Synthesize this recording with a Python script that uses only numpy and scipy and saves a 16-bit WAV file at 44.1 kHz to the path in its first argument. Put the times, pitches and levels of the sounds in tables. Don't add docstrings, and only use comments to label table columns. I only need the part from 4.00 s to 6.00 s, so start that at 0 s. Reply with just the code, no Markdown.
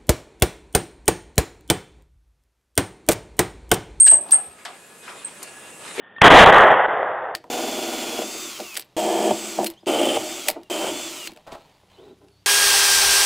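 import sys
import numpy as np
from scipy import signal
from scipy.fft import rfft, irfft, next_fast_len
from scipy.io import wavfile
from scipy.ndimage import uniform_filter1d, minimum_filter1d, map_coordinates

SR = 44100
rng = np.random.default_rng(int(sys.argv[2]) if len(sys.argv) > 2 else 0)


def store_wav(level_fs):
    pcm = np.round(np.clip(np.atleast_2d(level_fs), -1, 1) * 32767)
    wavfile.write(sys.argv[1], SR, pcm.T.astype(np.int16))


def invert_db(level):
    return 10 ** (np.asarray(level, dtype=float) / 20)


N = 88200


def unit(x):
    return x / np.sqrt(np.mean(x ** 2) + 1e-20)


def along(points, hz):
    f, v = np.transpose(points)
    return np.interp(np.log(hz + 1), np.log(f + 1), v)


def curves(rows, lead=0):
    s, *cols = np.transpose(rows)
    return [np.interp(np.arange(-lead, N) / SR, s, c) for c in cols]


def wobble(rate, size=N):
    return map_coordinates(rng.standard_normal(4000), [np.arange(size) * rate / SR])


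def filtered(x, response):
    m = next_fast_len(x.shape[-1] + 8192)
    return irfft(rfft(x, m) * response(np.fft.rfftfreq(m, 1 / SR)), m)[..., :x.shape[-1]]


def struck_band(x, centre_hz, octaves):
    def response(f):
        width = octaves * np.where(f > centre_hz, 0.45, 1)
        return np.exp(-(np.log2((f + 1) / centre_hz) / width) ** 2 / 2)
    return filtered(x, response)


def bass_cut(x):
    return filtered(x, lambda f: (1j * f / (150 + 1j * f)) ** 2)


def rush(gain, patchy_db):
    # frequency in Hz, left-right likeness from 0 to 1.
    likeness = [(60, 0.93), (180, 0.997), (550, 0.93), (1650, 0.63), (4970, 0.63), (15000, 1)]
    z = signal.stft(rng.standard_normal((2, N)), nperseg=512)[2]
    field = uniform_filter1d(rng.standard_normal(z.shape[1:]), size=6, axis=0)
    field = uniform_filter1d(field, size=10, axis=1)
    pair = signal.istft(z * invert_db(patchy_db * unit(field)), nperseg=512)[1][:, :N]

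    def mid_side_gain(hz):
        turn = np.arccos(np.clip(along(likeness, hz), -1, 1)) / 2
        return gain(hz) * [np.cos(turn), np.sin(turn)]

    mid, side = filtered(pair, mid_side_gain)
    return unit(np.array([mid + side, mid - side]))


def room(x):
    # frequency in Hz, decay time of the metal car in seconds per 60 dB.
    car_t60 = [(200, 0.6), (2000, 0.28), (8500, 0.091), (15000, 0.074)]
    hall_t60, hall_db, car_side_db = 0.4, -14.5, -5.5
    hz, t, z = signal.stft(rng.standard_normal((4, SR // 2)), SR, nperseg=128)
    car_fall = invert_db(-60 * t / along(car_t60, hz)[:, None])
    hall_fall = invert_db(-60 * t / hall_t60 + 0 * hz[:, None])
    tails = signal.istft(z * [car_fall, car_fall, hall_fall, hall_fall], SR, nperseg=128)[1]
    tails = tails / np.linalg.norm(tails, axis=1, keepdims=True)
    mid, side = tails[:2] * invert_db([[0], [car_side_db]]) + invert_db(hall_db) * tails[2:]
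    side = filtered(side, lambda f: f * f / (f * f + 865 ** 2))
    late = np.pad(x, (90, 0))[None]
    return signal.fftconvolve(late, [mid + side, mid - side], axes=1)[:, :len(x)]


def squeal():
    # time in seconds, pitch in Hz, level in dB.
    squeals = [
        [(-.03, 8524, -19), (.0, 8490, -10), (.008, 8480, 2), (.015, 8460, -13), (.02, 8520, 5),
         (.026, 8630, -12.5), (.033, 8750, -3.5), (.044, 8410, -22), (.056, 8630, -45)],
        [(.04, 8440, -45.5), (.05, 8400, -4.5), (.057, 8350, -7), (.066, 8250, -4.5), (.084, 8227, -2),
         (.1, 8347, 4.5), (.11, 8300, -14), (.12, 8320, -4), (.129, 8270, -36)],
        [(.125, 8400, -37), (.136, 8366, -0.5), (.143, 8330, -13.5), (.151, 8280, -13), (.156, 8260, -10.5),
         (.166, 8310, -11), (.176, 8283, -14), (.185, 8300, -27), (.2, 8300, -64)],
        [(.05, 8620, -46.5), (.06, 8540, -6), (.075, 8540, -14), (.095, 8500, -12), (.108, 8630, -19),
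         (.12, 8630, -55)],
        [(.312, 8360, -52), (.318, 8830, -16.5), (.323, 8460, -3.5), (.334, 8405, -1), (.338, 8390, -28),
         (.342, 8565, -2), (.348, 8570, -15.5), (.356, 8616, -12), (.376, 8720, -34)],
        [(1.24, 8240, -74), (1.245, 8600, -36), (1.25, 8480, -17), (1.257, 8200, -30.5), (1.265, 8450, -39),
         (1.275, 8300, -32), (1.285, 8300, -58)],
    ]
    flutter_hz, flutter_db = 31.1, 2
    lead = SR // 8
    size = N + lead
    t = np.arange(-lead, N) / SR
    out = np.zeros((2, size))
    for rows in squeals:
        hz, db = curves(rows, lead=lead)
        phase = 2 * np.pi * np.cumsum(hz + flutter_hz * wobble(120, size=size)) / SR
        start, end = rows[0][0], rows[-1][0]
        on = np.abs(t - (start + end) / 2) < (end - start) / 2
        level = uniform_filter1d(db, size=130) + flutter_db * wobble(110, size=size)
        tone = on * invert_db(level) * np.sin(phase)
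        out += tone * invert_db([[-.7], [.7]]) * 0.97 + invert_db(-2.5) * room(tone)
    return out[:, lead:]


def rollers():
    # time in seconds, level in dB.
    roll_level = [(0, -45.5), (.4, -58.5), (.6, -48), (1.0, -54), (1.07, -41), (1.09, -38), (1.2, -46.5),
                  (1.3, -49.5), (1.44, -45.5), (1.6, -50.5), (1.78, -52), (1.89, -36), (1.95, -40.5),
                  (2, -36)]
    # frequency in Hz, density in dB per Hz.
    roll_colour = [(100, -25), (200, -10.5), (450, -3.5), (1800, -3), (3500, -7), (8000, -23), (11000, -21),
                   (15000, -61)]
    db, = curves(roll_level)
    grain = invert_db(db + 2.3 * wobble(39.94) + 1.1 * wobble(360))
    return grain * rush(lambda f: invert_db(along(roll_colour, f)), patchy_db=2.5)


def whines():
    # pitch in Hz, level in dB, time of the swell in seconds, height of the swell in dB.
    fan_tones = [
        (1264, -69.5, 0.6, 17.5),
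        (1688, -58.5, 1.52, 2),
        (2507, -60, 1.1, 7.5),
        (2750, -63.5, 1.71, 10),
    ]
    swell_s, drift_hz = 0.14, 12.08
    t = np.arange(N) / SR
    out = np.zeros(N)
    for hz, db, s, up_db in fan_tones:
        swell = up_db * np.exp(-((t - s) / swell_s) ** 2)
        level = invert_db(db + swell + 4.2 * wobble(24.77))
        out += level * np.sin(2 * np.pi * np.cumsum(hz + drift_hz * wobble(50)) / SR)
    return out


def air():
    # frequency in Hz, density in dB per Hz.
    air_colour = [(15, -97), (25, -37.5), (199, -7), (275, -9), (423, -6), (1090, -13), (2720, -18),
                  (10700, -31), (15700, -32)]
    # time in seconds, level in dB.
    air_level = [(0.45, -63), (0.6, -49), (0.886, -51), (1.412, -46.5), (1.718, -48.5), (2.0, -43.5)]
    # time in seconds, drive pitch in Hz, level in dB.
    motor_path = [(0, 11600, -73), (.2, 11600, -64), (.55, 11500, -62), (.8, 11300, -62), (.95, 11500, -63),
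                  (1.18, 11000, -60), (1.19, 10560, -56), (1.24, 10560, -57), (1.25, 11600, -70),
                  (2, 11600, -64)]
    hiss_hz, hiss_width_hz = 8300, 1600
    db, = curves(air_level)
    body = invert_db(db.min() + 14) * rush(lambda f: invert_db(along(air_colour, f)), patchy_db=0.5)
    hump = rush(lambda f: np.exp(-((f - hiss_hz) / hiss_width_hz) ** 2 / 2), patchy_db=2.0)
    hiss = invert_db(db - 1) * hump
    hz, motor_db = curves(motor_path)
    motor_phase = 2 * np.pi * np.cumsum(hz + 130 * wobble(600)) / SR
    motor = invert_db(motor_db + 4.7 * wobble(57.57)) * np.sin(motor_phase)
    return body + hiss + whines() + motor


def contacts():
    # start in seconds, crack level in dB, crack centre in Hz, panel level in dB, panel pitch in Hz.
    hits = [(.018, -41, 5350, -56, 5240), (.0433, -58, 3500, -36.5, 3760), (0.0585, -35.5, 6800, -66, 6000),
            (.0655, -15, 5300, -25.5, 1760), (0.069, -39, 9300, -33, 800),
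            (0.0767, -11.5, 4280, -20.5, 3160), (0.1158, -22.5, 5660, -24, 794),
            (.125, -79.5, 825, -36, 367.3), (0.138, -50.5, 510, -50.5, 140), (.26, -48, 7400, -36.5, 796),
            (.2892, -32, 4200, -60, 4380), (.3102, -16, 5500, -34, 4464), (0.31, -12, 14000, -59, 4600),
            (.322, -23.5, 3400, -32.5, 1274), (.335, -22.5, 1850, -31, 769), (0.47, -77, 528, -52, 77.5),
            (.6515, -23.5, 7460, -35, 778), (0.657, -20.5, 2450, -33.5, 1256),
            (1.0794, -29, 2340, -34.5, 1357), (1.4297, -16.5, 8700, -64, 2000),
            (1.9784, -35, 2700, -35, 390), (1.988, -28.5, 3180, -32, 410), (1.99, -48, 3000, -26.5, 2280),
            (1.996, -16.5, 2680, -27, 394)]
    crack_t60, panel_t60_at_1k, panel_rise_s = 0.004, 0.051, 0.0011
    early = 44
    out, t = np.zeros((2, N + SR)), np.arange(SR // 2) / SR
    for s, crack_db, crack_hz, panel_db, hz in hits:
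        puff = invert_db(-60 * t / crack_t60) * (rng.standard_normal(len(t)) + 5 * (t == 0))
        crack = struck_band(np.roll(puff, early), crack_hz, 1.05)
        crack = invert_db(crack_db) * crack / np.abs(crack).max()
        spread = 0.2846 * np.linspace(-1, 1, 9) ** 3 + 0.041 * rng.standard_normal(9)
        pitch = hz * np.exp(spread)[:, None]
        t60 = panel_t60_at_1k * np.sqrt(1000 / pitch)
        modes = (np.sin(2 * np.pi * pitch * t) * invert_db(-60 * t / t60)).sum(0)
        panel = invert_db(panel_db) * modes * (1 - np.exp(-t / panel_rise_s)) / 3
        panel = np.roll(panel, early)
        wet = room(invert_db(-1.5) * crack + invert_db(1.0) * panel)
        out[:, round(s * SR) - early:][:, :len(t)] += (crack + panel) * invert_db([[1.5], [-1.5]]) + wet
    return bass_cut(out[:, :N])


def rattles():
    # start in seconds, level in dB, centre in Hz, hold in seconds, decay in seconds per 60 dB.
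    loose_parts = [(0.04, -52, 10570, 0.049, .02), (0.058, -47, 11970, 0.011, .03),
                   (0.062, -32.5, 9240, 0.018, .04), (0.087, -54, 10500, .03, .03),
                   (0.3076, -31.5, 11900, 0.0044, .03), (0.308, -39, 5070, 0.011, 0.036),
                   (0.318, -44.5, 12400, .02, .04), (.32, -48, 4500, 0.012, 0.071),
                   (0.65, -37.5, 7700, 0.0049, 0.032), (.6505, -43, 4200, 0.015, 0.072),
                   (.651, -40.5, 1910, 0.013, 0.11), (1.978, -32.5, 2280, 0.0063, .015),
                   (1.99, -35, 2960, .02, .02), (1.074, -42, 1720, 0.012, 0.12),
                   (0.061, -54, 5500, 0.0066, .03), (0.107, -52, 5000, 0.0016, 0.014),
                   (0.292, -40.5, 860, 0.0026, 0.061), (1.429, -32, 9000, 0.0035, 0.028)]
    # start in seconds, level in dB, pitch in Hz, decay in seconds per 60 dB.
    leaf_modes = [(0.067, -23, 1658, 0.11), (0.075, -18.5, 2840, 0.03), (.115, -26.5, 676, 0.093),
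                  (0.115, -32.5, 881, 0.11), (.29, -57, 5180, .03), (0.323, -39, 1190, .1),
                  (0.324, -29.5, 1701, .07), (.652, -33.5, 717, 0.1), (0.651, -29.5, 1640, 0.03),
                  (1.461, -47, 4430, 0.038), (1.9806, -14.5, 404, 0.018), (1.989, -17, 430, 0.047),
                  (1.99, -27.5, 2175, 0.14), (1.9955, -13, 376, 0.076), (1.985, -27.5, 253.4, 0.074),
                  (1.994, -29.5, 3477, 0.044)]
    rise_s = 0.00064
    out, t = np.zeros((2, N + SR)), np.arange(SR // 2) / SR
    parts = []
    for s, db, hz, hold, t60 in loose_parts:
        chatter = unit(struck_band(rng.standard_normal(len(t)), hz, 0.71))
        parts.append((s, invert_db(db - 60 * np.maximum(t - hold, 0) / t60) * chatter))
    for s, db, hz, t60 in leaf_modes:
        parts.append((s, invert_db(db - 60 * t / t60) * np.sin(2 * np.pi * hz * t)))
    for s, x in parts:
        x = x * (1 - np.exp(-t / rise_s))
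        out[:, round(s * SR):][:, :len(t)] += x * invert_db([[1.2], [-1.2]]) + invert_db(-7) * room(x)
    return bass_cut(out[:, :N])


def scene():
    # time in seconds, gain in dB.
    gain_path = [(0, -6), (.18, -5), (.3, 2), (.36, 3.5), (.55, -5), (.8, -1.5), (2, 3)]
    gain_db, = curves(gain_path)
    return squeal() + contacts() + invert_db(gain_db) * (rollers() + air()) + rattles()


def limited(x):
    ceiling, span = 0.97, round(0.004 * SR)
    need = np.minimum(1, ceiling / (np.abs(x).max(0) + 1e-9))
    return x * uniform_filter1d(minimum_filter1d(need, size=2 * span), size=span)


def masked(x):
    hz, t, z = signal.stft(x, SR, nperseg=1024)
    power = (np.abs(z) ** 2).mean(0)
    band = np.repeat(power[:512].reshape(32, 16, -1).mean(1), 16, axis=0)
    keep = (band > power.max(0) * invert_db(2 * -58)) | (hz[:512, None] < 9600)
    return signal.istft(z * np.vstack([keep, keep[-1:]]), SR, nperseg=1024)[1][:, :N]


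def roll_off(x):
    return signal.sosfilt(signal.butter(12, 15810, fs=SR, output="sos"), x)


def record(dry):
    x = filtered(dry, lambda hz: hz < 15800)
    mix = masked(limited(x))
    return roll_off(mix)


dry = scene()
out = record(dry)
store_wav(out)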